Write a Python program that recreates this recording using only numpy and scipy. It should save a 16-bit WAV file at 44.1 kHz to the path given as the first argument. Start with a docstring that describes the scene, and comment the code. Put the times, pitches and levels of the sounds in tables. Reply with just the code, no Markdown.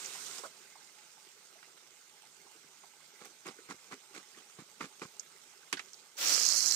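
"""Onion and tomato fry in oil in a round metal pan outdoors, heard fairly near, farther off, then over the food.
The sizzle is tiny noise grains over hiss; fat bubbles ring the hollow of the pan, and large drops spit.
Fingers flick garlic off a stiff leaf (strokes of grains, taps of dying noise), twigs snap under a foot
(broad noise puffs), and a knife scrapes the pan (dense grains) as the close sizzle comes in."""
import sys
import numpy as np
from scipy import signal
from scipy.fft import rfft, irfft
from scipy.io import wavfile
from scipy.ndimage import uniform_filter1d

SR = 44100
rng = np.random.default_rng(int(sys.argv[2]) if len(sys.argv) > 2 else 0)


def inscribe(sig):
    """Save sig as 16-bit PCM at rate SR to the path in sys.argv[1].

    A 1-D sig is mono; a 2-D sig holds one channel per row.
    Samples are clipped to [-1, 1] before scaling.
    """
    pcm = np.round(np.clip(np.atleast_2d(sig).T, -1, 1) * 32767)
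    wavfile.write(sys.argv[1], SR, pcm.astype(np.int16))


N = 297675

# loudness of the sizzle heard from farther off, which the bubbles follow too: [t/s, level/dB]
FAR_LEVEL = [(0.47, -58), (0.9, -60), (1.9, -62), (2.5, -61), (4.8, -60.5), (5.98, -60), (6.2, -64)]


def amp(db):
    """Turns decibels into a gain."""
    return 10 ** (np.asarray(db) / 20)


def evened(x):
    """Scales a sound to an average (rms) strength of 1."""
    return x / np.sqrt(np.mean(x ** 2) + 1e-20)


def read(points, hz):
    """Reads a table between its rows, with pitch on a log scale."""
    f, value = np.transpose(points)
    return np.interp(np.log(hz + 1), np.log(f + 1), value)


def add(mix, start_s, sound):
    """Adds a stereo sound to the mix from a given second, cut at the end of the mix."""
    part = mix[:, round(start_s * SR):][:, :sound.shape[1]]
    part += sound[:, :part.shape[1]]


def sides(balance_db):
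    """Left and right gains that differ by balance_db (left minus right)."""
    return amp(np.array([balance_db / 2, -balance_db / 2]))


def pair(hz, own, shared, extra):
    """Left and right spectra: partly the same noise, as one source reaches both microphones."""
    # how alike left and right are, before extra is added: [f/Hz, likeness/0 to 1]
    likeness = [(30, .3), (70, 0.65), (130, 0.9), (290, 0.96), (640, 0.85), (1100, 0.55), (1800, 0.62),
                (3100, 0.16), (6800, 0.08), (15000, 0.21)]
    # how far the left microphone leads in phase: [f/Hz, lead/rad]
    left_lead = [(300, 0.16), (1000, 0.83), (1400, 1.02), (1800, 2), (2400, 1.2)]
    same = np.clip(read(likeness, hz) + extra, 0, 1)
    turned = np.exp(1j * read(left_lead, hz)) * shared
    left = same * turned + np.sqrt(1 - same ** 2) * own
    return np.array([left, shared])


def grains(length, per_s, spread_db, grain_s):
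    """Random clicks, mostly small, a few large, each open a dying puff of noise with its own colour."""
    size = amp(spread_db * np.minimum(rng.exponential(1, (2, length)), 5))
    clicks = size * (rng.random((2, length)) < per_s / SR)
    dying = np.exp(-1 / (grain_s * SR))
    envelope = signal.lfilter([1], [1, -dying], clicks)
    return evened(envelope * rng.standard_normal((2, length)))


def texture(rows, colour, balance, per_s, spread_db, grain_s, hiss, patchy_db):
    """Grains over hiss, with drifting patches of pitch, under a level curve; hiss is its share of power."""
    s, level_db = np.transpose(rows)
    t = np.arange(s[0], s[-1], 1 / SR)
    length = len(t) + 1024
    drive = np.sqrt(1 - hiss) * grains(length, per_s, spread_db, grain_s)
    drive += np.sqrt(hiss) * rng.standard_normal((2, length))
    hz, _, (own, shared) = signal.stft(drive, SR, nperseg=1024, noverlap=768)

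    # smoothing over pitch, then over time, makes the patches
    patches = uniform_filter1d(rng.standard_normal(own.shape), size=12, axis=0)
    patches = evened(uniform_filter1d(patches, size=6, axis=1))
    z = pair(hz[:, None], own, shared, extra=0)
    z = z * sides(read(balance, hz))[:, :, None]
    z = z * amp(read(colour, hz)[:, None] + patchy_db * patches)
    out = signal.istft(z, SR, nperseg=1024, noverlap=768)[1][:, 512:512 + len(t)]

    # 8 ms fades, unless the sound touches the start or end of the scene
    touches = (s[0] == 0) + (s[-1] > N / SR - .01)
    fade = np.minimum(1, np.minimum(t - s[0], s[-1] - t) / .008 + touches)
    middle_rms = np.sqrt(np.mean(out.mean(0) ** 2))
    return s[0], out / middle_rms * amp(np.interp(t, s, level_db)) * fade


def burst(hz, gain, t60, rise_s, balance_db):
    """A blow's dying puff of noise with the spectrum gain; t60 is the time to die by 60 dB."""
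    t = np.arange(4096) / SR
    z = rfft(rng.standard_normal((2, 4096)))
    # single events are more alike left and right
    puff = irfft(pair(hz, z[0], z[1], extra=0.14) * gain)
    shape = amp(-60 * t / t60) * (1 - np.exp(-t / rise_s))
    # the first instant of a blow stands out over its ring
    spike, spike_s = 2, 0.0011
    shape *= 1 + spike * np.exp(-t / (spike_s + rise_s))
    puff = puff * shape
    return puff / abs(puff).max(1)[:, None] * sides(balance_db)[:, None]


def knocks(mix, rows, width, t60, damping):
    """Puffs around each pitch: low ones swell and die more slowly; width is a share of the pitch."""
    # which side a knock leans to: [f/Hz, left minus right/dB]
    knock_balance = [(300, -4.5), (1500, -7), (6500, -10.5)]
    hz = np.fft.rfftfreq(4096, 1 / SR)
    for s, db, centre_hz in rows:
        gain = 1 / (1 + ((hz / centre_hz - 1) / width) ** 4)
        ring_s = t60 * (centre_hz / 1000) ** -damping
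        balance_db = read(knock_balance, centre_hz)
        add(mix, s, amp(db) * burst(hz, gain, ring_s, 2.3 / centre_hz, balance_db))


def near_sizzle(mix):
    """Sizzle heard fairly near: many very short grains of noise over strong hiss."""
    # loudness: [t/s, level/dB]
    near_level = [(0.0, -47), (0.395, -47), (0.415, -52.5), (0.47, -51.5), (0.49, -70)]
    # strength at each pitch: [f/Hz, level per Hz/dB]
    near_colour = [(24, -66), (40, -26), (114, -8), (333, -11), (397, 0), (548, -9.5), (1450, -2.5),
                   (1770, -5.5), (2110, -3), (4460, -5), (6810, -1.5), (9180, -3), (10100, -18.5),
                   (11500, -11.5), (15500, -17)]
    # side at each pitch: [f/Hz, left minus right/dB]
    near_balance = [(60, -2.0), (110, 2), (200, -6), (380, -5), (700, 2), (1290, -10.5), (2380, -2),
                    (4400, -13), (8120, -11.0), (15000, 1)]
    add(mix, *texture(near_level, near_colour, near_balance,
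                      per_s=1400, spread_db=4.1, grain_s=0.00025, hiss=0.79, patchy_db=1.6))


def bubbles(mix):
    """Fat bubbles ring the hollow of the pan, following the level of the far sizzle."""
    # ringing tones of the hollow pan: [f/Hz, width/Hz, relative level/dB]
    bowl_tones = [(390, 48, -3.5), (850, 50, -3.5), (1540, 110, -4.5), (2100, 180, -2)]
    t, out = np.arange(3000) / SR, np.zeros((2, N))
    for hz, width, db in bowl_tones:
        ring = np.exp(-np.pi * width * t) * np.sin(2 * np.pi * hz * t)
        drive = grains(N, per_s=90, spread_db=3.6, grain_s=0.0092)[0]
        tone = evened(signal.oaconvolve(drive, ring)[:N])
        out += amp(db) * tone * sides(-10.5)[:, None]
    s, level_db = np.transpose(FAR_LEVEL)
    mix += out * amp(np.interp(np.arange(N) / SR, s, level_db) - 13.5)


def snaps(mix):
    """Knocks, pings and spits of oil: narrow puffs of noise, so each has a pitch."""
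    # each event: [t/s, peak level/dB, f/Hz]
    snap_events = [(0.045, -36, 6300), (0.059, -33, 6300), (.15, -46.5, 890), (.2625, -34.5, 6240),
                   (.395, -51, 406), (.444, -40, 1280), (.447, -46, 630), (0.453, -42, 1300),
                   (.755, -49.5, 945), (1.555, -56.5, 725), (2.23, -58, 850), (2.465, -55, 940),
                   (2.55, -58, 380), (2.835, -50, 874), (3.585, -50.5, 1690), (3.588, -47.5, 390),
                   (4.344, -52, 1900), (5.1958, -28, 6800), (5.772, -37, 1670), (5.933, -36, 6300),
                   (5.942, -42.5, 5330)]
    # ring time in seconds is for 1 kHz
    knocks(mix, snap_events, width=0.21, t60=0.081, damping=0.42)


def cracks(mix):
    """Twigs and dry leaves crack underfoot: broad puffs of noise with hardly any pitch."""
    # each crack, the big snap in low, middle and high parts: [t/s, peak level/dB, centre f/Hz]
    crack_events = [(.436, -37, 1020), (1.628, -45.5, 2100), (1.775, -49.5, 2984), (2.64, -58.5, 350),
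                    (5.727, -22, 2250), (5.727, -38.5, 297), (5.7274, -22.5, 5960), (5.7276, -39, 11500),
                    (5.738, -34, 2800), (5.742, -43, 298), (5.776, -41, 3500), (5.77, -36, 3940),
                    (5.793, -35, 5700), (5.799, -43, 4000), (5.794, -30.5, 2298), (5.885, -46.5, 5000)]
    # ring time in seconds is for 1 kHz
    knocks(mix, crack_events, width=0.58, t60=0.088, damping=0.14)


def far_sizzle(mix):
    """Sizzle heard from farther off: fewer, longer grains over hiss."""
    # strength at each pitch: [f/Hz, level per Hz/dB]
    far_colour = [(24, -14), (60, -22.5), (154, -6), (320, -15), (385, -5.5), (600, -8.5), (838, -8.5),
                  (1020, -7.5), (1300, -3.5), (1750, -9), (2060, -5), (4400, -7), (6500, -4.5), (9300, -7),
                  (9900, -21), (12000, -13.5), (15500, -19.5)]
    # side at each pitch: [f/Hz, left minus right/dB]
    far_balance = [(60, 10), (110, 5), (200, -6.5), (380, 1), (700, 0.5), (1290, -7), (2380, -3.5),
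                   (4400, -10), (8120, -9.5), (15000, 3)]
    add(mix, *texture(FAR_LEVEL, far_colour, far_balance,
                      per_s=1000, spread_db=4.3, grain_s=0.0011, hiss=0.76, patchy_db=2.0))


def leaf_strokes(mix):
    """Fingers brush the stiff leaf: rubbing grains swell, hold and fall away."""
    # each stroke: [full contact t/s, held time/s, level/dB]
    strokes = [(3.21, 0.057, -57), (3.462, .028, -48), (3.704, 0.0054, -46), (3.918, 0.017, -50),
               (4.15, 0.035, -50.5), (4.373, 0.018, -55), (4.59, .006, -54.5), (4.808, 0.042, -49),
               (5.022, .012, -50.5)]
    # strength at each pitch: [f/Hz, level per Hz/dB]
    leaf_colour = [(29, -58), (50, -31), (187, 1.5), (466, 1.5), (637, -8), (849, -1), (935, -16),
                   (1130, 2), (1880, -9), (2270, -4.5), (2890, -8), (7540, -9.5), (15500, -39)]
    # side at each pitch: [f/Hz, left minus right/dB]
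    leaf_balance = [(60, 16), (180, -6), (550, 0), (1650, -11), (4970, -10), (15000, -11)]
    rise_s, rise_db, fall_s, fall_db = .028, -33, .05, -23.5
    for s, held, db in strokes:
        let_go = s + held
        rows = [(s - rise_s, db + rise_db), (s, db), (let_go, db), (let_go + fall_s, db + fall_db)]
        add(mix, *texture(rows, leaf_colour, leaf_balance,
                          per_s=600, spread_db=2.6, grain_s=0.0012, hiss=0.39, patchy_db=2.14))


def leaf_taps(mix):
    """Fingertips land on the leaf: short puffs of noise, some duller and some brighter."""
    # each tap: [t/s, peak level/dB, brightness/dB per octave]
    taps = [(3.214, -42, -4), (3.251, -40, 8), (3.456, -38.5, -3.5), (3.465, -36, 4), (3.484, -36.5, -3.5),
            (3.688, -41.5, -5.5), (3.708, -31.5, -1.6), (3.717, -36, 0.1), (3.742, -49, -8.5),
            (3.912, -43, -1), (3.921, -37, 0), (3.929, -35.5, -2), (4.147, -40, 5.5), (4.174, -41.5, 2.4),
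            (4.587, -39.5, -11.5), (4.595, -42.5, -5), (4.619, -46, -7), (4.808, -27, -2),
            (4.823, -36, -1.5), (4.839, -34.5, -3), (5.017, -31, -3.5), (5.026, -35.5, -4.5),
            (5.051, -40, -6)]
    # the leaf under a tap is duller than under a stroke: [f/Hz, level per Hz/dB]
    tap_colour = [(40, -33), (100, -22), (190, -1), (420, -2.5), (650, -14.5), (1200, 4), (1800, -2.5),
                  (2300, 2), (2900, -12.5), (6000, -17), (15500, -36)]
    hz = np.fft.rfftfreq(4096, 1 / SR)
    for s, db, tilt_db in taps:
        # the tilt turns around about 1 kHz; the .05 limits it in the bass
        tilt = tilt_db * np.log2(hz / 1000 + .05)
        gain = amp(read(tap_colour, hz) + tilt)
        add(mix, s, amp(db) * burst(hz, gain, t60=0.038, rise_s=0.004, balance_db=-3.5))


def close_fizz(mix):
    """Sizzle right over the food: bright grains, far stronger on the right."""
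    # loudness: [t/s, level/dB]
    close_level = [(6.15, -83), (6.18, -49), (6.27, -32), (6.39, -30.5), (6.75, -30.5)]
    # strength at each pitch: [f/Hz, level per Hz/dB]
    close_colour = [(2500, -27), (3850, -28), (4080, -5), (5000, -3), (5600, -0.5), (6500, -3.5),
                    (7800, -6.5), (8400, -13.5), (11000, -21), (15500, -28)]
    # side at each pitch: [f/Hz, left minus right/dB]
    close_balance = [(3000, -24), (6000, -24), (12000, -26.5)]
    add(mix, *texture(close_level, close_colour, close_balance,
                      per_s=1200, spread_db=2.8, grain_s=0.00079, hiss=0.47, patchy_db=1.6))


def frying_wash(mix):
    """Broad frying wash under the close fizz: dense, uneven grains over hiss."""
    # loudness: [t/s, level/dB]
    wash_level = [(6.15, -83), (6.182, -52), (6.232, -43), (6.362, -42), (6.6, -47.5), (6.75, -47.5)]
    # strength at each pitch: [f/Hz, level per Hz/dB]
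    wash_colour = [(40, -1), (90, -8.5), (300, -8), (550, -3.5), (900, -8), (1300, 0), (2500, 0), (3300, 1),
                   (3800, 1), (5000, -3.5), (8000, -21), (9000, -8.5), (15500, -19)]
    # side at each pitch: [f/Hz, left minus right/dB]
    wash_balance = [(60, 3), (200, -1.5), (700, -6.5), (1300, -10), (2400, -6), (4000, -3.5), (8000, -4),
                    (9000, -4), (15000, -7)]
    add(mix, *texture(wash_level, wash_colour, wash_balance,
                      per_s=1500, spread_db=5.2, grain_s=0.00051, hiss=0.72, patchy_db=1.8))


def knife_scrape(mix):
    """A knife scrapes the pan: dense grains of much the same size, one for each tiny catch of the edge."""
    # loudness: [t/s, level/dB]
    scrape_level = [(6.15, -83), (6.18, -46), (6.22, -37.5), (6.32, -36), (6.43, -55)]
    # strength at each pitch: [f/Hz, level per Hz/dB]
    scrape_colour = [(88, -59), (150, -27), (314, -7), (1200, -6), (2180, -1.5), (3160, 0), (7270, 0.5),
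                     (9360, -14), (10100, -7.5), (15500, -6.5)]
    # side at each pitch: [f/Hz, left minus right/dB]
    scrape_balance = [(300, -0.92), (2000, 1.6), (6000, 1.45), (12000, 0.32)]
    add(mix, *texture(scrape_level, scrape_colour, scrape_balance,
                      per_s=1500, spread_db=1.9, grain_s=0.00071, hiss=0.45, patchy_db=0.85))


def spits(mix):
    """Large drops burst in the close oil: each is a few cycles of fizz, its pitch scattered at random."""
    # each drop: [t/s, peak level on the right/dB]
    drops = [(6.274, -13.5), (6.286, -15), (6.3283, -12.5), (6.3484, -9), (6.3583, -17), (6.4167, -9.5),
             (6.4344, -12), (6.453, -9.5), (6.4645, -8.5), (6.4892, -7), (6.525, -10.5), (6.5353, -13),
             (6.5453, -18), (6.571, -10), (6.5824, -15), (6.6775, -11.0), (6.7088, -14), (6.7125, -11)]
    t = np.arange(-60, 60) / SR
    # quicker rise than fall, in seconds
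    shape = np.exp(-(t / np.where(t < 0, .00025, .0005)) ** 2)
    for s, db in drops:
        hz = 5900 * (1 + .06 * rng.standard_normal())
        grain = np.cos(2 * np.pi * hz * t) * shape
        # the right is the near side; the left is 26 dB weaker
        add(mix, s + t[0], amp(db + np.array([[-26.], [0]])) * grain)


def scene():
    """All sources in the open air, with no room."""
    mix = np.zeros((2, N))
    near_sizzle(mix)
    bubbles(mix)
    snaps(mix)
    cracks(mix)
    far_sizzle(mix)
    leaf_strokes(mix)
    leaf_taps(mix)
    close_fizz(mix)
    frying_wash(mix)
    knife_scrape(mix)
    spits(mix)
    return mix


def record(dry):
    """The microphones cut the deep bass; then a steep filter removes the top treble."""
    bass_cut_hz, top_hz = 135, 15600
    bass_cut = signal.butter(2, bass_cut_hz, "high", fs=SR, output="sos")
    thin = signal.sosfilt(bass_cut, dry)
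    treble_cut = signal.firwin(511, top_hz, window=("kaiser", 11), fs=SR)
    return signal.oaconvolve(thin, treble_cut[None], "same")


dry = scene()
out = record(dry)
inscribe(out)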